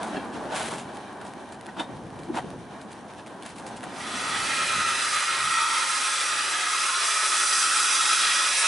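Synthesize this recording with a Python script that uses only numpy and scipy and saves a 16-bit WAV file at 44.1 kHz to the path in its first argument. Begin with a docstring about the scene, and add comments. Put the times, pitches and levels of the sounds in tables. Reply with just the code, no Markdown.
"""A small steam engine rolls away over points. Rough treads set wheels and frame rumbling, impacts at
the rail gaps ring the ironwork, grit fractures, rods clink, and early on one gush of steam escapes.
From about four seconds the scene dissolves to a station, where coaches rumble and bump and a second
engine blows off wet steam. Its turbulent jet excites the valve casing: a sputtering roar and a breathy
whistle, under a hiss that brightens as the engine creeps out from behind the coaches."""
import sys
import numpy as np
from scipy import signal
from scipy.fft import rfft, irfft, next_fast_len
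from scipy.io import wavfile
from scipy.ndimage import uniform_filter1d, map_coordinates

SR = 44100
rng = np.random.default_rng(int(sys.argv[2]) if len(sys.argv) > 2 else 0)


def output_pcm(signal):
    """Save a mono or channel-first signal as 16-bit PCM at the path in sys.argv[1].

    Samples are clipped to [-1, 1] before scaling.
    """
    pcm = np.clip(np.atleast_2d(signal).T, -1, 1) * 32767
    wavfile.write(sys.argv[1], SR, np.round(pcm).astype(np.int16))


N = 382347
TIME = np.arange(N) / SR
FREQ = np.maximum(np.arange(N // 2 + 1) * SR / N, 1)
START_M, SPEED_M_S = 7.7, 2.97  # the receding engine
DISTANCE_RATIO = 1 + SPEED_M_S * TIME / START_M
STATION_FADE_S, LINE_FADE_S = (3.855, 4.42), (4.8, 5.25)

# Wheel and coupling impacts. Each row: peak time in seconds, levels of thud, frame note, clank and ring
# in dB, centre of the ring in Hz, rise in seconds.
KNOCKS = [(.025, -46.5, -55, -34.5, -56, 1630, 0.05), (.146, -31, -36, -36, -30, 805, 0.0008),
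          (0.174, -29, -42, -35, -35, 700, .009), (.258, -36, -46, -41, -43, 700, .002),
          (.36, -35, -42, -34.5, -40, 720, 0.017), (.455, -30.5, -35, -40, -27, 700, .0007),
          (.53, -40, -52, -27, -50, 1500, 0.024), (.615, -44, -50, -31, -50, 1500, 0.018),
          (.73, -36.5, -41, -34, -46, 700, 0.02), (.9, -56, -58, -41, -57, 1500, 0.026),
          (1.215, -56, -60, -38.5, -45, 1500, .008), (1.251, -52, -55, -46, -45, 1400, .001),
          (1.37, -37, -49, -48, -55, 700, .006), (1.688, -41, -49, -43, -42, 1700, 0.015),
          (1.769, -48, -52, -44, -43, 1400, .001), (1.802, -32.5, -30, -27, -29.5, 3300, 0.016),
          (1.897, -36, -46, -55, -55, 700, .004), (2.306, -29.5, -23.5, -61, -60, 700, .016),
          (2.346, -40, -46, -36, -40, 1450, .008), (2.373, -36, -28, -25, -25, 860, 0.008),
          (2.385, -46, -46, -36, -40, 1900, .003), (2.445, -32, -34, -58, -58, 3000, .007),
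          (2.465, -38, -40, -58, -55, 3000, .005), (2.86, -39, -42, -57, -62, 700, 0.0089),
          (3.195, -53, -60, -42, -47, 2600, .015), (3.462, -53, -60, -41, -44, 2300, .003),
          (3.838, -40, -50, -35.5, -44, 1900, 0.0094), (3.87, -39, -48, -42, -37, 800, 0.0028)]


def undb(db):
    """Amplitude ratio of a level in decibels."""
    return 10 ** (np.asarray(db) / 20)


def unit(x):
    """Normalisation to an rms of 1."""
    return x / np.sqrt(np.mean(x ** 2))


def colour(points, modes=()):
    """Frequency response: a broad slope through (Hz, dB) points, plus (Hz, width in Hz, dB) resonances."""
    hz, db = np.transpose(points)
    grid = FREQ[::20]
    slope = np.interp(np.log(grid), np.log(hz), db)
    peaks = sum(d * .5 ** np.minimum((2 * (grid - f) / w) ** 2, 20) for f, w, d in modes)
    return np.interp(FREQ, grid, undb(slope + peaks))


def shape(x, gain):
    """Filtering by multiplication of the spectrum."""
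    size = next_fast_len(N, True)
    response = np.interp(np.arange(size // 2 + 1) * SR / size, FREQ, gain)
    return irfft(rfft(x, size) * response, size)[..., :N]


def noise(side_db):
    """Partly coherent stereo noise: a common part and a weaker antiphase part."""
    mid, side = rng.standard_normal((2, N))
    return np.array([mid + undb(side_db) * side, mid - undb(side_db) * side])


def walk(rate):
    """Smooth random modulation with a spread near 1 and `rate` new values a second."""
    hold = max(int(SR / rate), 1)
    steps = np.repeat(rng.standard_normal(N // hold + 1), hold)
    return 1.3 * uniform_filter1d(uniform_filter1d(steps, hold), hold)[:N]


def grains(per_s, spread_db):
    """Shot noise: impulses at random moments, a few much larger than the rest."""
    impulses = (rng.random(N) < per_s / SR) * rng.choice([-1, 1], N)
    return unit(impulses * undb(spread_db * np.minimum(rng.exponential(size=N), 4)))


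def hump(s, half_s):
    """Gaussian envelope: 1 at s, one half at half_s to either side."""
    return np.exp2(-np.minimum(((TIME - s) / half_s) ** 2, 20))


def burst(s, rise_s, decay_s):
    """Exponential growth to a peak at s, then exponential decay."""
    swell = np.zeros(N)
    near = slice(max(int((s - 10 * rise_s) * SR), 0), int((s + 10 * decay_s) * SR))
    swell[near] = np.exp(-np.maximum((s - TIME[near]) / rise_s, (TIME[near] - s) / decay_s))
    return swell


def struck(s, modes):
    """Impulse response of metal hit at s: a sum of damped sinusoids."""
    ring = np.zeros(N)
    near = slice(int(s * SR), int((s + .25) * SR))
    age = TIME[near] - TIME[near][0]
    ring[near] = sum(undb(db) * np.sin(2 * np.pi * hz * age) * np.exp(-age / decay)
                     for hz, db, decay in modes)
    return ring


def breathy(hz, width_hz, wander=0):
    """Band-limited oscillation: turbulence scatters the phase while the amplitude saturates."""
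    phase = 2 * np.pi * np.cumsum(hz * (1 + wander * walk(5))) / SR if wander else 2 * np.pi * hz * TIME
    a, b = walk(2 * width_hz), walk(2 * width_hz)
    return unit((a * np.cos(phase) + b * np.sin(phase)) / np.sqrt(2 + a * a + b * b))


def rolling():
    """Roughness excitation: the treads shake wheels, rails and frame, fainter with distance."""
    # Spectra of wheels, frame and treads. Each row: frequency in Hz, gain in dB.
    wheel_colour = [(40, -38), (120, -29), (200, 2), (305, 0.5), (480, -6), (800, 0.5), (1050, -3.5),
                    (1300, -11.5), (1650, -10), (2100, -23.5), (4000, -34.5)]
    frame_colour = [(25, -28.5), (45, -15), (75, -8), (130, -1), (200, -3.5), (300, -6), (500, -8.5),
                    (1500, -46.5)]
    tread_colour = [(700, -7.5), (1600, 2), (2100, -3), (3500, -3.5), (5000, -9.5), (6100, -7), (7400, -17),
                    (9500, -8.5), (11000, -21)]
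    # Tread resonances. Each row: frequency in Hz, width in Hz, gain in dB.
    tread_modes = [(1556, 77, 12), (1860, 60, 14), (2330, 160, 11), (2780, 140, 2), (3080, 260, 7.5),
                   (3850, 400, 5), (4190, 160, 5), (8160, 300, 3)]
    # Rough track and points. Each row: time and half length in seconds, roar, rumble and hiss gains in dB.
    rough_track = [(.3, 0.35, 3.5, 1.5, 1.5), (0.69, 0.16, 0, 5, -2), (2.038, 0.17, 0.5, 9, -1),
                   (2.504, 0.24, 2, 8, 1), (3.1, 0.17, 1.5, 0, 2), (4.086, 0.53, 7.5, 2, 7)]
    far_db = -20 * np.log10(DISTANCE_RATIO)
    roar_db = -38 + far_db + sum(db * hump(s, half) for s, half, db, _, _ in rough_track)
    # The rails carry rumble and hiss back, so these take only a share of the spreading loss.
    rumble_db = -50 + .11 * far_db + sum(db * hump(s, half) for s, half, _, db, _ in rough_track)
    tread_db = -50 + .78 * far_db + sum(db * hump(s, half) for s, half, _, _, db in rough_track)
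    wheels = unit(shape(noise(side_db=-12.5) + .29 * grains(per_s=250, spread_db=2), colour(wheel_colour)))
    frame = unit(shape(noise(side_db=-13), colour(frame_colour)))
    contact = noise(side_db=-6) + .54 * grains(per_s=900, spread_db=2)
    free = .5 + .5 * np.tanh(walk(12))  # the wheels ring only while the flanges run free
    ringing = shape(contact, colour(tread_colour, tread_modes))
    damped = shape(contact, colour(tread_colour))
    tread = unit(free * ringing + (1 - free) * damped) * undb(tread_db + 2.4 * walk(24))
    return wheels * undb(roar_db + 1.23 * walk(18)) + frame * undb(rumble_db + 1.5 * walk(20)) + tread


def crackle():
    """Patches of sand fracture under the treads; the pressure falls inversely with distance."""
    response = colour([(500, -14), (2000, 5), (4000, 0), (6500, -9), (9500, -2), (11000, -3)])
    sand = unit(shape(grains(per_s=90, spread_db=5.5), response))
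    return sand * undb(-56 + 3.1 * walk(8.3)) / DISTANCE_RATIO


def blow(s, rise_s):
    """Impact envelope: a blow that builds slowly also decays slowly."""
    return burst(s, rise_s, decay_s=.0098 + .74 * rise_s)


def knocks():
    """Impact excitation: a wheel drops into a gap, the frame thuds and rattling contacts clank."""
    # Spectra of thud and clank. Each row: frequency in Hz, gain in dB.
    thud_colour = [(40, -26), (100, -25), (200, 11.5), (310, 7.5), (420, 2), (600, -10), (1500, -57),
                   (5000, -70)]
    clank_colour = [(40, -40), (150, -15), (400, -2), (750, 10.5), (1100, 1), (1500, 3), (2100, -7),
                    (3500, -9), (5500, -18), (11000, -23.5)]
    # Resonances of wheel and frame. Each row: frequency in Hz, width in Hz, gain in dB.
    wheel_modes = [(630, 50, 4), (780, 50, -1), (945, 110, 5), (1490, 51, 4.5), (1630, 60, -6),
                   (1900, 80, -3), (2600, 71, 2), (3170, 27, 7)]
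    thud = sum(undb(db) * blow(s, rise) for s, db, *_, rise in KNOCKS)
    clank = sum(undb(db) * blow(s, rise) for s, _, _, db, *_, rise in KNOCKS)
    frame = unit(shape(noise(side_db=-10), colour(thud_colour)))
    rattle = noise(side_db=-7.5) + grains(per_s=1400, spread_db=-1)
    iron = unit(shape(rattle, colour(clank_colour, wheel_modes)))
    return thud * frame + clank * iron


def mode_coupling(hz, centre_hz):
    """Selective excitation: a blow drives most strongly the modes near its centre frequency."""
    spread_octaves = .28
    return np.exp(-abs(np.log2(hz / centre_hz)) / spread_octaves)


def rings():
    """Modal vibration: each blow leaves frame and ironwork ringing, phase-modulated by the rattle."""
    # Modes of the ironwork. Each row: frequency in Hz, relative level in dB, decay in seconds.
    iron_modes = [(631.5, 2.5, 0.014), (731, -2.5, 0.0092), (920, -2, 0.01), (1485, 4, 0.0092),
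                  (1700, -8, .012), (1885, 0, 0.015), (2690, -1, .007), (3020, -6, 0.0087),
                  (3270, -9, .006), (3500, -6, .009), (3610, 0, .01), (3675, 1, 0.02), (4500, -8, .014)]
    frame_hz, contact_db = 330, -1.5
    waver = walk(220)
    frame_envelope = sum(undb(db) * burst(s, rise, decay_s=.0055) for s, _, db, *_, rise in KNOCKS)
    frame = np.sin(2 * np.pi * frame_hz * TIME + .5 * walk(70)) * frame_envelope
    iron = contact = 0
    for hz, mode_db, decay in iron_modes:
        envelope = 0
        for s, *_, db, centre, rise in KNOCKS:
            drive = undb(db + mode_db) * mode_coupling(hz, centre)
            envelope += drive * burst(s, .53 * rise, decay)
            contact += drive * struck(s, [(hz, contact_db, decay)])  # the hard landing
        iron += np.sin(2 * np.pi * hz * TIME + waver) * envelope
    return frame + iron + contact


def grit():
    """Brittle fracture: each stone cracks with a sharp tick, then crumbles in a short spray."""
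    # Stones under the wheels. Each row: start in seconds, crack level in dB, crumble level in dB.
    stones = [(0.029, -25.5, -40.5), (.0711, -35, -49), (.3314, -43, -49), (.7805, -49, -39.5),
              (.9453, -47, -50), (1.212, -37, -57), (1.249, -40, -53), (1.264, -43, -50), (1.488, -37, -66),
              (1.5203, -36, -47), (1.795, -34, -45), (2.1888, -43, -51), (2.2327, -38, -56),
              (2.352, -32, -42), (2.813, -36, -50), (2.9157, -41, -48), (3.1792, -46, -54),
              (3.2613, -38, -57), (3.2685, -37, -62), (3.4227, -33, -58), (3.431, -33, -60),
              (3.4515, -42, -51), (3.4602, -29, -49), (3.4902, -33, -49), (3.5574, -43, -51),
              (3.581, -36, -48), (3.664, -33, -43.5), (3.762, -48, -45.5), (3.806, -37, -56),
              (3.8291, -36, -56), (3.8372, -31, -52)]
    crack = sum(undb(db) * burst(s + .002, rise_s=.0002, decay_s=.0011) for s, db, _ in stones)
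    crumble = sum(undb(db) * burst(s + .0038, rise_s=.0051, decay_s=.029) for s, _, db in stones)
    tick_gain = colour([(500, -8), (1400, 6), (2200, 14), (3500, 9), (6000, 0), (9000, 6.5), (11000, 6)])
    spray_gain = colour([(500, 2), (1800, 14.5), (3500, 11), (6000, 7), (10000, 10.5), (11000, -6)])
    tick = unit(shape(noise(side_db=-11), tick_gain))
    spray = unit(shape(noise(side_db=-3) + 2.8 * grains(per_s=1300, spread_db=1.5), spray_gain))
    return tick * crack + spray * crumble


def rods():
    """Free vibration: the coupling rods clink as their slack is taken up."""
    # Clinks. Each row: start in seconds, level in dB.
    clinks = [(.16, -38), (.168, -33.5), (.196, -41), (.328, -46), (3.19, -49), (3.452, -46), (3.83, -46)]
    # Modes of a rod. Each row: frequency in Hz, relative level in dB, decay in seconds.
    rod_modes = [(1684, 4, 0.0076), (2692, -3, 0.015), (3250, -8.5, 0.012), (3830, -12, .01),
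                 (4190, -9, .011)]
    return sum(undb(db) * struck(s, rod_modes) for s, db in clinks)


def gush():
    """Jet noise: a spitting gush of wet steam opens, weakens as the pressure drops, and shuts."""
    # Spectrum of the jet. Each row: frequency in Hz, gain in dB.
    gush_colour = [(60, -35), (300, -3), (800, 5.5), (1500, 1.5), (2300, -1), (3500, -2), (5000, -8.5),
                   (9500, -5.5), (11000, -8)]
    open_s, attack_s, hold_s, release_s = .561, .012, .16, .065
    level_db, sag_db_per_s = -29, 43
    jet = unit(shape(noise(side_db=-7.5) + .91 * grains(per_s=1400, spread_db=3), colour(gush_colour)))
    age = TIME - open_s
    opening = np.exp(np.minimum(age, 0) / attack_s - np.clip(age - hold_s, 0, 1) / release_s)
    return jet * opening * undb(level_db - sag_db_per_s * np.clip(age, 0, hold_s) + 1.7 * walk(121.2))


def reflections(x, strength, count):
    """Comb filtering: paths off boiler and coaches shift as the hot plume sways, so the hiss swirls."""
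    sway_s = .00013
    lags_s = np.geomspace(.001, .016, count) * rng.uniform(.8, 1.25, count)
    total = x
    for lag_s in lags_s:
        late = TIME - lag_s - sway_s * walk(2.2)
        total = total + strength * walk(4) * np.array([np.interp(late, TIME, channel) for channel in x])
    return total


def drift(x, depth, rate):
    """Thermal detuning: all resonances rise and fall together as the steam's heat wanders."""
    place = np.arange(N) + np.cumsum(depth * walk(rate))
    return np.array([map_coordinates(channel, [place], order=3, mode="mirror") for channel in x])


def blow_off():
    """Forced resonance: a sputtering jet drives the valve casing; the coaches shadow its treble."""
    # Spectrum of the jet. Each row: frequency in Hz, gain in dB.
    steam_colour = [(100, -30.7), (230, -17.3), (300, -14), (370, -10.5), (480, -11.7), (700, -9.6),
                    (1000, -5.3), (1500, 0.0), (2400, -2.2), (4000, -2.4), (6000, -8.7), (8200, -4.5),
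                    (10000, -6.4), (11000, -9)]
    # Casing resonances. Each row: frequency and width in Hz, gains in dB when hidden and when in view.
    valve_modes = [(368, 32, 2, 3.5), (465, 70, -3.5, -1), (580, 66, 4, 5), (670, 60, -2, -2),
                   (855, 50, 4.5, 7), (922, 48, 7, 6), (1057, 50, 6.3, 6.3), (1197, 66, 8.2, 7.3),
                   (1275, 80, 8.3, 10), (1338, 66, 11.5, 11.5), (1392, 35, 6, 7), (1473, 40, 6, 8),
                   (1680, 120, 3.7, 5.4), (1800, 40, -4, 0), (1915, 160, 7.6, 5.9), (2125, 80, 6.5, 3.7),
                   (2325, 50, 3.5, 2), (2455, 120, 2.8, 7.9), (2611, 123, 5.0, 7.4), (2960, 90, 2, 2),
                   (3200, 150, 0.8, 4.6), (3420, 107, 2.5, 5.6), (3729, 124, -0.4, 3.7),
                   (4057, 150, 2.3, 4), (4331, 213, -2, -2), (4686, 240, 2.7, 2.4), (4970, 125, 3.2, 6.9),
                   (5199, 220, 4.7, 5.3), (5671, 115, 5.4, 7.5), (5873, 173, 3.2, 10.3),
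                   (6320, 333, 4.5, 5.8), (6784, 254, -3.2, -5.5), (8870, 200, 2.5, 1),
                   (10106, 110, 5.3, 3.8)]
    # The valve's clearance of the coaches. Each row: time in seconds, share in view from 0 to 1.
    in_view = [(4.2, 0.07), (4.6, 0.17), (5.5, 0.25), (5.97, 0.43), (6.45, 0.34), (7.08, 0.52),
               (7.58, 0.85), (8.6, 0.76)]
    # Dry steam lifts the roar, water chokes it. Each row: time and half length in seconds, gain in dB.
    surges = [(4.1, 0.12, -2), (4.45, 0.1, -2.5), (4.667, 0.014, -12), (4.797, 0.18, 1), (4.972, 0.017, -5),
              (5.175, 0.042, 1), (5.62, 0.15, 1.5), (6.342, 0.37, -2), (7.29, 0.52, 1), (7.503, 0.015, -4),
              (8.27, 0.38, 1.5), (8.56, 0.028, -13)]
    view = np.interp(TIME, *np.transpose(in_view))
    body_db, roar_db = -41.5, -31
    rush_db = -30.3 + np.interp(TIME, (7.2, 8.5), [0, 2.5])  # grows as the engine rounds the bend
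    hiss_db = -33.5 + 11 * view
    droplets = .21 * grains(per_s=700, spread_db=5)
    jet = reflections(noise(side_db=-9) + droplets, strength=.15, count=8)
    hidden = shape(jet, colour(steam_colour, [(f, w, db) for f, w, db, _ in valve_modes]))
    exposed = shape(jet, colour(steam_colour, [(f, w, db) for f, w, _, db in valve_modes]))
    steam = drift((1 - view) * hidden + view * exposed, depth=.004, rate=4)
    lowpasses = [1 / (1 + (FREQ / hz) ** 30) for hz in (1030, 1530, 4500)]
    bands = [upper - lower for lower, upper in zip([0] + lowpasses, lowpasses + [1])]
    body, roar, rush, hiss = (unit(shape(steam, band)) for band in bands)
    hiss = unit(hiss + .19 * hiss[::-1])  # the treble comes more directly, so its image is narrower
    sputter = walk(55)
    surge_db = sum(db * hump(s, half) for s, half, db in surges)
    low = body * undb(body_db + .5 * sputter + .16 * surge_db)
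    low += roar * undb(roar_db + .25 * sputter + surge_db)
    high = rush * undb(rush_db + .96 * sputter) + hiss * undb(hiss_db + .94 * walk(30))
    high += edge_tones(swell_db=7, rate=8) * undb((rush_db + hiss_db) / 2 + .7 * surge_db - 2)
    low += whistle() * undb(-36 + 1.7 * surge_db)
    leftward = np.array([[1], [-1]])
    return low * undb(.16 * leftward) + (high + flares()) * undb(-.65 * leftward)


def edge_tones(swell_db, rate):
    """Edge tones: the jet oscillates at the valve lip, each note swelling and sliding by itself."""
    # Notes of the lip. Each row: frequency in Hz, width in Hz, relative level in dB.
    tones = [(1900, 60, -16.5), (2430, 45, -18), (2620, 32, -17.5), (3246, 25, -22), (3440, 45, -18),
             (3777, 25, -22), (4035, 50, -20), (4955, 60, -20.5), (5220, 90, -21.5), (5690, 60, -20.5),
             (5870, 70, -20), (6360, 90, -20), (7840, 70, -23), (8150, 90, -22), (10110, 70, -21)]
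    return sum(undb(db + swell_db * np.tanh(walk(rate))) * breathy(hz, width, wander=.005)
               for hz, width, db in tones)


def whistle():
    """Flow-driven oscillation: the valve's main note slides with the pressure."""
    # Course of the note. Each row: time in seconds, frequency in Hz.
    pitch = [(4.4, 1262), (4.9, 1246), (5.55, 1264), (6.4, 1256), (7.0, 1280), (7.6, 1272), (8.1, 1281),
             (8.6, 1286)]
    return breathy(np.interp(TIME, *np.transpose(pitch)), width_hz=13, wander=.004)


def yard():
    """Damped low vibration: the rumble of settling stock decays to a floor, with a few dull bumps."""
    # Bumps of the coaches. Each row: peak time in seconds, level in dB.
    coach_bumps = [(4.42, -47), (4.78, -44.5), (5.17, -69), (5.46, -49)]
    start_db, settle_s, floor_db = -49, .82, -67.5
    response = colour([(25, -27), (50, -4), (90, 5), (180, 5.5), (280, 1), (420, -23), (1200, -36)])
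    rumble = unit(shape(noise(side_db=-11), response))
    settling = undb(start_db) * np.exp(-np.maximum(TIME - STATION_FADE_S[0], 0) / settle_s)
    bumps = sum(undb(db) * burst(s, rise_s=.053, decay_s=.05) for s, db in coach_bumps)
    return rumble * (settling + bumps + undb(floor_db + 2.5 * walk(11)))


def flares():
    """Modulated noise bands: brief whistling notes and broad swells of hiss rise from the steam and fade."""
    # Each row: peak time and half length in seconds, frequency and width in Hz, level in dB.
    flare_rows = [(4.65, 0.24, 2433, 90, -36), (4.88, 0.18, 1950, 150, -36.5), (4.8, 0.2, 3900, 350, -43),
                  (4.872, 0.045, 1330, 25, -38), (5.2, 0.18, 2135, 50, -41), (5.55, 0.18, 1907, 50, -36),
                  (5.55, 0.12, 2540, 44, -41), (5.65, 0.21, 905, 40, -43), (5.75, 0.23, 1335, 27, -36.5),
                  (6.08, 0.21, 8700, 1900, -37), (6.25, .3, 5680, 45, -45), (6.632, 0.08, 730, 20, -45),
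                  (6.906, 0.2, 1066, 30, -40), (7.304, 0.13, 1303, 22, -33.5), (7.45, 0.13, 4940, 98, -46),
                  (7.547, 0.36, 8870, 2200, -32), (7.9, 0.32, 1480, 17, -43), (8.1, 0.28, 3777, 40, -37),
                  (8.093, .05, 1281, 16, -31), (8.15, 0.32, 3415, 160, -35.5), (8.25, .06, 4000, 1900, -33),
                  (8.61, .1, 9400, 980, -34)]
    return sum(undb(db) * hump(s, half) * breathy(hz, width) for s, half, hz, width, db in flare_rows)


def scene():
    """Superposition: the line side dissolves into the station."""
    line_side = rolling() + knocks() + rings() + rods() + grit() + crackle() + gush()
    station = blow_off() + yard()
    leaving = np.interp(TIME, LINE_FADE_S, [1, 0])
    arriving = np.interp(TIME, STATION_FADE_S, [0, 1])
    return leaving * line_side + arriving * station


def record(dry):
    """Band limiting: a gentle high-pass sheds the deepest bass and a steep low-pass cuts the top."""
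    bottom_hz, top_hz = 35, 11050
    lean = signal.sosfilt(signal.butter(2, bottom_hz, "high", fs=SR, output="sos"), dry)
    return signal.sosfilt(signal.ellip(12, .2, 70, top_hz, fs=SR, output="sos"), lean)


dry = scene()
out = record(dry)
output_pcm(out)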